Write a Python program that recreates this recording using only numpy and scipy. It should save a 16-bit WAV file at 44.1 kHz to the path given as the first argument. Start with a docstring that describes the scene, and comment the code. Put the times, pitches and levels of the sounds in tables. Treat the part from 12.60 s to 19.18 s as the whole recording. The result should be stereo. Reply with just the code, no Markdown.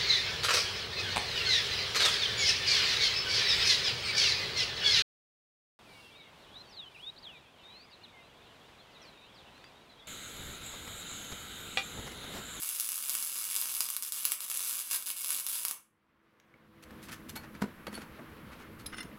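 """A wire-feed arc crackles close by for three seconds: random bursts excite a short crack and faint steel ring.
As it stops, the gain control lets go over a second and a machinery drone of filtered noise and hum rises.
Two ticks of the cooling weld sound meanwhile; then the torch scrapes, as runs of noise slips ringing modes.
The torch is put down with dull knocks, a soft low throb sets in, and small loose steel clinks.
Last, the chisel that weighted the part taps the plate and is dragged away, ringing in damped modes."""
import sys
import numpy as np
from scipy import signal
from scipy.fft import rfft, irfft, next_fast_len
from scipy.io import wavfile
from scipy.ndimage import uniform_filter1d

SR = 44100
rng = np.random.default_rng(int(sys.argv[2]) if len(sys.argv) > 2 else 0)


def store_wav(level_fs):
    """Save 16-bit WAV to argv[1]."""
    pcm = np.round(np.clip(np.atleast_2d(level_fs), -1, 1) * 32767)
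    wavfile.write(sys.argv[1], SR, pcm.T.astype(np.int16))


N = 290178
T = np.arange(N) / SR


def undb(db):
    """Amplitude ratio: convert decibels to gain."""
    return 10 ** (np.asarray(db) / 20)


def curve(rows):
    """Linear interpolation: join (s, value) rows by straight lines."""
    return np.interp(T, *np.transpose(rows))


def at_hz(rows, hz):
    """Logarithmic pitch scale: read (Hz, value) rows on a log-frequency axis."""
    f, value = np.transpose(rows)
    return np.interp(np.log(np.maximum(hz, 1)), np.log(f), value)


def unit_rms(x):
    """Power normalisation: scale to rms 1."""
    return x / np.sqrt(np.mean(x ** 2))


def unit_energy(x):
    """Energy normalisation: scale the sum of squares to 1."""
    return x / np.sqrt(np.sum(x ** 2))


def response(spectrum, size=4096):
    """Minimum phase: fold the cepstrum of a (Hz, dB) colour into a causal impulse response of unit energy."""
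    log_gain = np.log(undb(at_hz(spectrum, np.fft.rfftfreq(size, 1 / SR))))
    cepstrum = irfft(log_gain)
    cepstrum[1:size // 2] *= 2
    cepstrum[size // 2 + 1:] = 0
    return unit_energy(irfft(np.exp(rfft(cepstrum))))


def through(x, impulse):
    """Linear filtering: convolve a sound with an impulse response."""
    return signal.fftconvolve(x, impulse)[:len(x)]


def octaves(x):
    """Filter bank: split into overlapping octave bands that sum to the whole, as (Hz, band) pairs."""
    centres = 31.25 * 2 ** np.arange(10)
    size = next_fast_len(len(x))
    spectrum, hz = rfft(x, size), np.fft.rfftfreq(size, 1 / SR)
    bands = []
    for centre in centres:
        weight = at_hz(np.c_[centres, centres == centre], hz)
        bands.append((centre, irfft(spectrum * weight)[:len(x)]))
    return bands


def walk(rate):
    """Slow random modulation: normal values, rate per second, joined by lines; spread near 1."""
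    return 1.2 * np.interp(T * rate, np.arange(1024), rng.standard_normal(1024))


def clicks(times, sizes):
    """Impulse train: one single-sample click of the given size at each time."""
    return np.bincount((np.asarray(times) * SR).astype(int), sizes, N)[:N]


def spread_out(mid, side):
    """Sum-and-difference stereo: left and right from their common part and their difference."""
    return np.array([mid + side, mid - side])


def even_out(tail):
    """Spectral smoothing: the early part of a diffuse tail keeps fine ripple but loses broader peaks."""
    spectrum = rfft(tail)
    power = np.abs(spectrum) ** 2
    fine, broad = (uniform_filter1d(uniform_filter1d(power, size=size), size=size) for size in (45, 300))
    evened = irfft(spectrum * np.sqrt(np.abs(broad / fine)), len(tail))
    early = np.interp(T[:len(tail)], [.04, .09], [1, 0])
    return early * evened + (1 - early) * tail


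# Reverberation time of the shop. Columns: band_hz, t60_s
SHOP_T60 = [(200, 0.3), (1200, 0.37), (4000, 0.23), (11000, 0.29), (16000, 0.19)]


def shop(x, wet_db, side_db):
    """Diffuse reverberation: direct sound plus decaying noise tails; side_db sets how widely they surround."""
    t = T[:SR // 2]
    build_up = np.clip((t - .003) / 0.0002, 0, 1)

    def tail():
        bands = octaves(rng.standard_normal(len(t)))
        decaying = sum(band * undb(-60 * t / at_hz(SHOP_T60, hz)) for hz, band in bands)
        return unit_energy(even_out(decaying * build_up))

    mid, side = through(x, tail()), through(x, tail())
    return spread_out(x + undb(wet_db) * mid, undb(side_db) * side)


# Colour of the faint hiss. Columns: frequency_hz, level_db
HISS = [(1000, -5), (9900, -1), (10700, 10), (16000, 3.5)]
# Course of the hiss around its base level. Columns: time_s, level_db
HISS_LEVEL = [(3.7, -8.5), (4.4, 3)]


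def faint_hiss(level_db=-70.5):
    """Shaped noise: white noise through a fixed colour, rising slowly in level."""
    return undb(level_db + curve(HISS_LEVEL)) * through(rng.standard_normal(N), response(HISS))


# Colour of the machinery noise. Columns: frequency_hz, level_db
DRONE = [(30, -8), (70, 1.5), (110, 2), (160, 0.5), (220, 4.5), (330, -3.5), (480, -4), (760, -11.5),
         (1100, -5.5), (2100, -10.5), (4000, -21.5), (7000, -34.5), (16000, -34)]
# Motor hum lines. Columns: pitch_hz, level_db (before wavering)
HUM = [(151, -12), (210, -8), (324, -7.5), (500, -15.5)]
# Courses of the low rumble, the rasp above it and the hum. Columns: time_s, level_db
RUMBLE = [(3.5, -3.5), (4.0, -1), (4.15, 0.5), (4.9, 5), (5.18, 0), (5.6, 1), (6.58, 3)]
DRONE_RASP_LEVEL = [(3.4, -0.5), (3.65, 2.5), (3.95, 3.5), (4.1, -1.5), (4.4, 1), (5.15, 0.5), (5.55, 2.5),
                    (6.5, 1.5)]
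HUM_LEVEL = [(3.4, 0), (4.2, 5.5), (4.8, 0), (6.5, -1.5)]


def machinery(level_db=-53.5, rumble_top_hz=400, rumble_flutter_db=3, rasp_flutter_db=1.5):
    """Broadband noise plus tones: fluttering rumble and steadier rasp from distant machines, over wavering hum."""
    rumble, rasp, hum = 0, 0, 0
    for hz, band in octaves(through(rng.standard_normal(N), response(DRONE))):
        if hz < rumble_top_hz:
            rumble = rumble + band * undb(rumble_flutter_db * walk(24))
        else:
            rasp = rasp + band * undb(rasp_flutter_db * walk(30))
    for hz, db in HUM:
        cycles = np.cumsum(hz * (1 + .016 * walk(18))) / SR
        hum = hum + undb(db + 2.5 * walk(12)) * np.sin(2 * np.pi * cycles)
    rasp = rasp * undb(curve(DRONE_RASP_LEVEL))
    rumble = rumble * undb(curve(RUMBLE))
    return undb(level_db) * (rasp + rumble + hum * undb(curve(HUM_LEVEL)))


# A turning machine throbs once a revolution. 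Fields: start_s, revolutions_per_s, pitch_hz
THROB = (5.24, 5.27, 64)


def throb(level_db=-52):
    """Amplitude modulation: a wavering low tone swells softly with every revolution."""
    start, rate, hz = THROB
    swell = np.sin(np.pi * rate * np.maximum(T - start, 0)) ** 8
    cycles = np.cumsum(hz * (1 + 0.054 * walk(60))) / SR
    return undb(level_db + walk(3.28)) * swell * np.sin(2 * np.pi * cycles)


def contacts(rows, modes, rasp):
    """Modal excitation by friction: each touch is a run of uneven slips that rasps and rings damped modes."""
    t, out = T[:SR // 4], np.zeros(N + SR)
    surface = response(rasp)
    coarse_t = t[::SR // 500]
    for s, length, db, tilt, ring_db in rows:
        # how the object is pressed shifts its modes a little from touch to touch
        shifts = 1 + .004 * rng.standard_normal(len(modes))
        grit = undb(3 * np.interp(t, coarse_t, rng.standard_normal(len(coarse_t))))
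        age = 2 * t / length
        slips = rng.standard_normal(len(t)) * grit * age * np.exp(-age ** 2 / 2)
        push = through(slips, response([(125, 0), (16000, 7 * tilt)]))  # seven octaves
        ring = 0
        for (hz, mode_db, t60), shift in zip(modes, shifts):
            damped = undb(-60 * t / t60) * np.sin(2 * np.pi * hz * shift * t)
            mode = unit_energy(through(slips, damped))
            ring = ring + undb(mode_db + tilt * np.log2(hz)) * np.sqrt(t60) * mode
        sound = unit_energy(through(push, surface)) + undb(ring_db) * unit_energy(ring)
        out[int(s * SR):][:len(t)] += undb(db) * sound
    return out[:N]


# Touches: the cooling weld ticks, the torch touches and slides on steel, a small steel part clinks,
# the chisel taps the plate as it is gripped, the chisel is dragged off the part.
# Columns: start_s, length_s, rasp_energy_db, treble_tilt_db_per_octave, ring_over_rasp_db
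TICKS = [(3.798, 0.0054, -22, 3, -13), (3.939, 0.0029, -33, 2, 11)]
TORCH = [(4.223, 0.018, -20.5, 1.5, -36), (4.305, 0.0091, -27.5, -1, -29), (4.416, 0.053, -21, 3, -31),
         (4.479, 0.025, -18, -0.5, -24), (4.508, 0.039, -13.5, 2, -29), (4.685, 0.022, -16, 3.5, -18),
         (4.753, 0.024, -13.5, 2, -1.5), (4.83, 0.025, -20, -3, -29), (4.94, 0.026, -19.5, -2, -30),
         (5.008, 0.036, -10, -2, -35), (5.267, 0.0077, -14, -1.5, -7.5), (5.31, 0.088, -16, 0, -17),
         (5.405, 0.033, -17.5, -1.5, -14), (5.915, 0.031, -21.5, -2, -12), (5.98, 0.056, -21.5, -1.5, -20),
         (6.185, 0.031, -24.5, 1.5, -10)]
CLINKS = [(5.281, 0.0044, -28, -2, 0), (5.341, 0.005, -33, 2, 10), (5.35, 0.0057, -28.5, 3.5, 11),
          (5.363, 0.0035, -31, -8, 4)]
PLATE = [(6.259, 0.0091, -17.5, 9, 6)]
CHISEL = [(6.321, 0.021, -17, -3.5, -6), (6.342, 0.0065, -23.5, -1, 2), (6.363, 0.021, -27, 5, 4),
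          (6.378, 0.016, -18, 0.5, 0.5), (6.402, 0.0094, -27, 1, 13.5), (6.425, 0.014, -24, 7, -12)]
# Resonances of each object. Columns: pitch_hz, level_db (before tilt and decay weighting), t60_s
TICK_MODES = [(2250, 0, 0.02)]
TORCH_MODES = [(929, 4, 0.088), (1520, 3, 0.06), (2250, -3, 0.093), (4370, 2, 0.049), (4730, -18, 0.057),
               (10750, -7, 0.04), (11930, -3, 0.041), (13000, -4, 0.046)]
CLINK_MODES = [(3450, -2, 0.035), (4440, 7, 0.079), (9636, 0, 0.05), (10400, -1, 0.05), (11000, 4, 0.02)]
PLATE_MODES = [(3000, 5, .03), (4005, 9, .05), (4100, 5, .03), (4850, 1, .07), (5222, 6, .08),
               (6100, -4, .025), (9426, -5, .08), (10690, -4, .07), (11140, 5, .04)]
CHISEL_MODES = [(1570, 3, .035), (2067, 10, .055), (2837, 8, .05), (3540, 6, .04), (4264, -2, .065),
                (5324, 6, .06), (8300, -10, .05), (9220, -3, .05), (9528, 3, .06), (10420, -1, .05),
                (10780, -2, .035)]
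# Colour of torch and clink rasp, and of bare steel sliding on steel. Columns: frequency_hz, level_db
RASP = [(60, -30), (200, 11.5), (600, -3.5), (1400, 7.5), (3200, 0.5), (6500, -6.5), (9500, -10),
        (11000, -6), (16000, -19)]
STEEL_RASP = [(100, 2), (700, -6), (1350, 13), (2300, 7.5), (3400, 5.5), (4600, -5), (6500, -0.5),
              (8500, -22), (10800, -18), (16000, -17)]


def handling():
    """Modal superposition: cooling weld, torch, loose steel, plate and chisel each ring their own modes."""
    return (contacts(TICKS, TICK_MODES, STEEL_RASP)
            + contacts(TORCH, TORCH_MODES, RASP)
            + contacts(CLINKS, CLINK_MODES, RASP)
            + contacts(PLATE, PLATE_MODES, STEEL_RASP)
            + contacts(CHISEL, CHISEL_MODES, STEEL_RASP))


# Dull blows on the bench.
# Columns: start_s, length_s, rasp_energy_db, treble_tilt_db_per_octave, ring_over_rasp_db (before high-pass)
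KNOCKS = [(5.0185, 0.0048, -6, -2.5, 7), (5.023, 0.0018, -9.5, -3, 7.5), (5.039, 0.0041, -9.5, -6.5, 4),
          (5.059, 0.0027, -27, -11, 8), (5.268, 0.0024, -24, -3.5, -1), (5.276, 0.0063, -13, -4.5, -0.5),
          (5.326, 0.0087, -17.5, -1.5, 5), (5.373, 0.012, -13.5, -4.5, 2.5), (5.585, 0.022, -18.5, -4, 0),
          (6.442, 0.014, -30.5, -1.5, 15)]
# Bench resonances. Columns: pitch_hz, level_db (before tilt and decay weighting), t60_s
BENCH_MODES = [(163.3, -3, 0.33), (212.6, 15.5, 0.11), (258, 10.5, 0.12), (371, 11.5, 0.09),
               (510, -3, 0.12), (972, 3, 0.11)]
# Colour of a blow on the bench top. Columns: frequency_hz, level_db
BENCH_RASP = [(40, -56), (110, -10), (200, -1.5), (400, 11.5), (850, 1.5), (1450, 3), (2000, 1),
              (3500, -15), (8000, -10), (16000, -14)]


def bench(lag_db=-3):
    """Plate radiation: little sound below the lowest mode; a quarter-cycle lag parts the two ports in phase."""
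    high_pass = signal.butter(2, 120, "high", fs=SR, output="sos")
    blows = signal.sosfilt(high_pass, contacts(KNOCKS, BENCH_MODES, BENCH_RASP))
    lagged = signal.hilbert(blows, next_fast_len(N))[:N].imag
    return shop(blows, wet_db=-17.5, side_db=-6.5) + spread_out(0, undb(lag_db) * lagged)


# Big drops that explode above the crackle. Columns: start_s, energy_db, extra_body_db
POPS = [(0.0331, -13, -0.5), (0.0905, -11, -2), (0.1994, -9, -0.5), (0.2081, -9.5, -11), (0.29, -9, -5),
        (0.3193, -10.5, -1.0), (0.4877, -14, -1), (0.4956, -8, 3), (0.552, -8, -5), (0.626, -14, 2),
        (0.6477, -15.5, -3), (0.7458, -20, -2), (0.7573, -18, 5.5), (0.9438, -14, 4), (0.9536, -9, -2.5),
        (0.9635, -5.5, 2.5), (0.9753, -16, -2), (1.0145, -7.5, -6), (1.0236, -13.5, 4.5), (1.0569, -14, 5),
        (1.074, -15, 3), (1.141, -14, 1), (1.1502, -11, -3), (1.1677, -15, 2), (1.2065, -5.0, -1),
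        (1.242, -15, -3.5), (1.2884, -14, 2.5), (1.3027, -6.5, -6.5), (1.3659, -9.5, -2.5),
        (1.4245, -14, -10), (1.4352, -14, -1.5), (1.5222, -9, -1.5), (1.653, -1.5, 0.5), (1.7199, -3, -3),
        (1.8058, -15.5, 4), (1.9009, -12.5, 0), (1.915, -14, 6), (1.9733, -10, -5), (1.9936, -12.5, -4.5),
        (2.0057, -14, 5), (2.0964, -13.5, 2.5), (2.3125, -12, 6), (2.362, -20, 2.5), (2.425, -19.5, 5.5),
        (2.503, -12, 4), (2.6458, -13, 4), (2.7055, -9.0, 4.5), (2.7869, -18.5, 8), (2.8661, -11.5, 2),
        (3.0511, -5.5, -1), (3.0834, -11.5, -1.5), (3.1114, -10, 3.5)]
# The wire burns back and the crackle stalls. Columns: start_s, end_s, spatter_gain_db
STALLS = [(1.271, 1.294, -4), (1.376, 1.424, -8), (1.494, 1.523, -13), (1.74, 1.807, -6),
          (1.852, 1.899, -2.5), (2.224, 2.303, -7), (2.367, 2.46, -9.5), (2.515, 2.564, -6.5),
          (2.813, 2.864, -6)]
ARC_END_S = 3.125
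DROPS_PER_S, DROP_JITTER = 115, .24  # nominal rate; spread of the log of the wait
SCATTER_DB = -0.4  # random scatter of drop strength
GROW_S = 0.0054  # no other drop leaves the wire this long before or after a big one explodes


def drops(restrike_db=-4, count=160):
    """Relaxation cycle: after each stall the wire strikes, then sheds drops; longer waits make louder bursts."""
    out = np.zeros(N)
    stall_starts, stall_ends, _ = np.transpose(STALLS)
    for start, end in zip(np.r_[0, stall_ends], np.r_[stall_starts, ARC_END_S]):
        timing, scatter = rng.standard_normal((count, 2)).T.clip(-2, 2)
        waits = np.exp(DROP_JITTER * timing)
        times = start + np.r_[0, np.cumsum(waits)] / DROPS_PER_S
        sizes = np.r_[undb(restrike_db), waits * undb(SCATTER_DB * scatter)]
        out += clicks(times, sizes * (times < end))
    for s, _, _ in POPS:
        out[np.abs(T - s) < GROW_S] = 0
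    return out / np.sqrt(np.mean(out[T < ARC_END_S] ** 2))


def spatter(rate_per_s=380, spatter_db=-6, fizz_db=-9, count=2000):
    """Poisson process: clicks at random moments over a fine fizz; both sink while the arc stalls."""
    gaps, sizes = rng.random((count, 2)).T
    times = np.cumsum(-np.log(1 - gaps)) / rate_per_s
    ticks = unit_rms(clicks(times, sizes))
    fizz = unit_rms(rng.standard_normal(N) * undb(5.4 * rng.standard_normal(N)))
    out = undb(spatter_db) * ticks + undb(fizz_db + 2 * walk(120)) * fizz
    for start, end, db in STALLS:
        out[(T > start) & (T < end)] *= undb(db)
    return out * (T < ARC_END_S)


# Colour of one burst. Columns: frequency_hz, level_db
BURST = [(60, -27.5), (130, -28), (210, -19), (400, -21), (560, -18.5), (800, -20.5), (980, -10.5),
         (1170, -7.5), (1500, -10), (1800, -12), (2130, -15.5), (2230, -4.5), (2580, -7), (2850, -3),
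         (3080, -6.5), (3750, -4), (4000, -7), (4600, -7), (4950, -1.5), (5300, -7), (6300, -3.5),
         (7000, -6), (7750, -2), (9250, -2.5), (9800, 2.5), (10500, 2.5), (11900, 0.5), (12700, -1),
         (14200, -1.5), (15200, -2.5), (16200, -17)]
# Faint resonances of the steel under the arc. Columns: pitch_hz, level_db (relative to each other)
STEEL_MODES = [(2242, 1), (4901, 0), (6573, 2), (7702, 0.5), (10304, 11), (11016, 21.5), (11242, 11.5)]


def workpiece(t60_s=.07, ring_db=-16):
    """Impulse response: the crack of a burst plus the faint damped modes of the steel."""
    t = T[:SR // 5]
    ring = sum(undb(db - 60 * t / t60_s) * np.cos(2 * np.pi * hz * t) for hz, db in STEEL_MODES)
    return response(BURST, size=len(t)) + undb(ring_db) * unit_energy(ring)


# Reflections from bench and tools. Columns: delay_s, level_db
ECHOES = [(.00027, -15), (.00143, -9), (.0054, -13), (.00576, -13), (.0062, -13)]


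def reflections(x):
    """Specular reflection: small hard surfaces close by throw back the treble of every snap."""
    t = T[:SR // 20]
    paths = sum(undb(db) * (t >= delay) * (t < delay + 1 / SR) for delay, db in ECHOES)
    low_pass = signal.butter(1, 3000, fs=SR, output="sos")
    return through(x - signal.sosfiltfilt(low_pass, x), paths)


# Crackle strength as the torch moves along the seam. Columns: time_s, level_db (before DROP_DB and spatter)
ARC = [(0, -41.5), (.43, -41), (.53, -39), (.72, -41.5), (.9, -39.5), (1, -39.5), (1.2, -40.5), (1.35, -44),
       (1.62, -42), (1.85, -42.5), (1.95, -40), (2.17, -39), (2.35, -35.5), (2.58, -42.5), (2.72, -38.5),
       (2.97, -40.5), (3.1, -44.5)]
DROP_DB = -5.5  # drops within the crackle
SPIT_S = .0003  # how long vapour spits after a burst


def welder(spit_db=-5, body_scatter_db=1.46, thud_db=-5):
    """Impulsive excitation: the wire shorts and bursts about a hundred times a second amid fizzing spatter."""
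    pop_s, pop_db, body_db = np.transpose(POPS)
    crackle = undb(curve(ARC)) * (undb(DROP_DB) * drops() + spatter())
    sparks = crackle + clicks(pop_s, undb(pop_db))
    # vapour spits out for a moment after every burst
    keep = np.exp(-1 / (SPIT_S * SR))
    vapour = np.sqrt(signal.lfilter([1 - keep], [1, -keep], sparks ** 2 + 1e-18))
    sparks = sparks + undb(spit_db) * vapour * rng.standard_normal(N)
    # bursts vary in their mix of dull and bright sound; each big drop has its own body and a low thud
    body = sparks * (undb(body_scatter_db * walk(150)) - 1)
    body = body + clicks(pop_s, undb(pop_db) * (undb(body_db) - 1))
    body = signal.sosfilt(signal.butter(1, 5000, fs=SR, output="sos"), body)
    thud = clicks(pop_s, undb(pop_db + body_db) ** 2)
    thud = signal.sosfilt(signal.butter(1, 700, fs=SR, output="sos"), thud)
    snaps = through(sparks + body + undb(thud_db) * thud, workpiece())
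    return shop(snaps, wet_db=-3.5, side_db=-9.5) + reflections(snaps)


GAIN_RANGE_DB = 23  # most that the gain control can duck


def scene():
    """Superposition: the arc is close, straight ahead and far louder than the handling and machines around it."""
    # handling off to the sides reaches the two ports by unrelated paths
    steel = shop(handling(), wet_db=-11.0, side_db=-7.5) + spread_out(0, undb(0.5) * handling())
    drone = spread_out(machinery() + throb(), machinery() + throb())
    return faint_hiss() + drone + steel + bench() + undb(GAIN_RANGE_DB) * welder()


# Gain of the difference between the two microphone ports. Columns: frequency_hz, gain_db
WIDTH = [(60, -2), (220, -4), (700, -3), (3000, -2), (7500, -1.5), (11000, -16)]
GAIN_THRESHOLD_DB = -36.5  # treble level above which the gain ducks
TOP_HZ = 16200  # upper band limit


def record(dry, release_s=1.204, bend=0.77):
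    """Dynamic compression: gain ducks on loud treble and lets go over a second; the ports narrow the top."""
    mid, side = (dry[0] + dry[1]) / 2, (dry[0] - dry[1]) / 2
    width = undb(at_hz(WIDTH, np.fft.rfftfreq(2 * N, 1 / SR)))
    side = irfft(rfft(side, 2 * N) * width)[:N]
    treble = signal.sosfilt(signal.butter(2, 5000, "high", fs=SR, output="sos"), mid)
    loudness = np.sqrt(np.abs(uniform_filter1d(treble ** 2, size=SR // 40)))
    excess = np.clip(loudness / undb(GAIN_THRESHOLD_DB), 1, undb(GAIN_RANGE_DB))
    excess[0] = undb(GAIN_RANGE_DB)  # the arc is already burning
    # the held level drains steadily, so the gain returns slowly at first and then faster
    drain = T * (undb(GAIN_RANGE_DB) ** bend - 1) / release_s
    held = (np.maximum.accumulate(excess ** bend + drain) - drain) ** (1 / bend)
    low_pass = signal.ellip(8, .2, 70, TOP_HZ, fs=SR, output="sos")
    return signal.sosfilt(low_pass, spread_out(mid, side) / held)


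dry = scene()
out = record(dry)
store_wav(out)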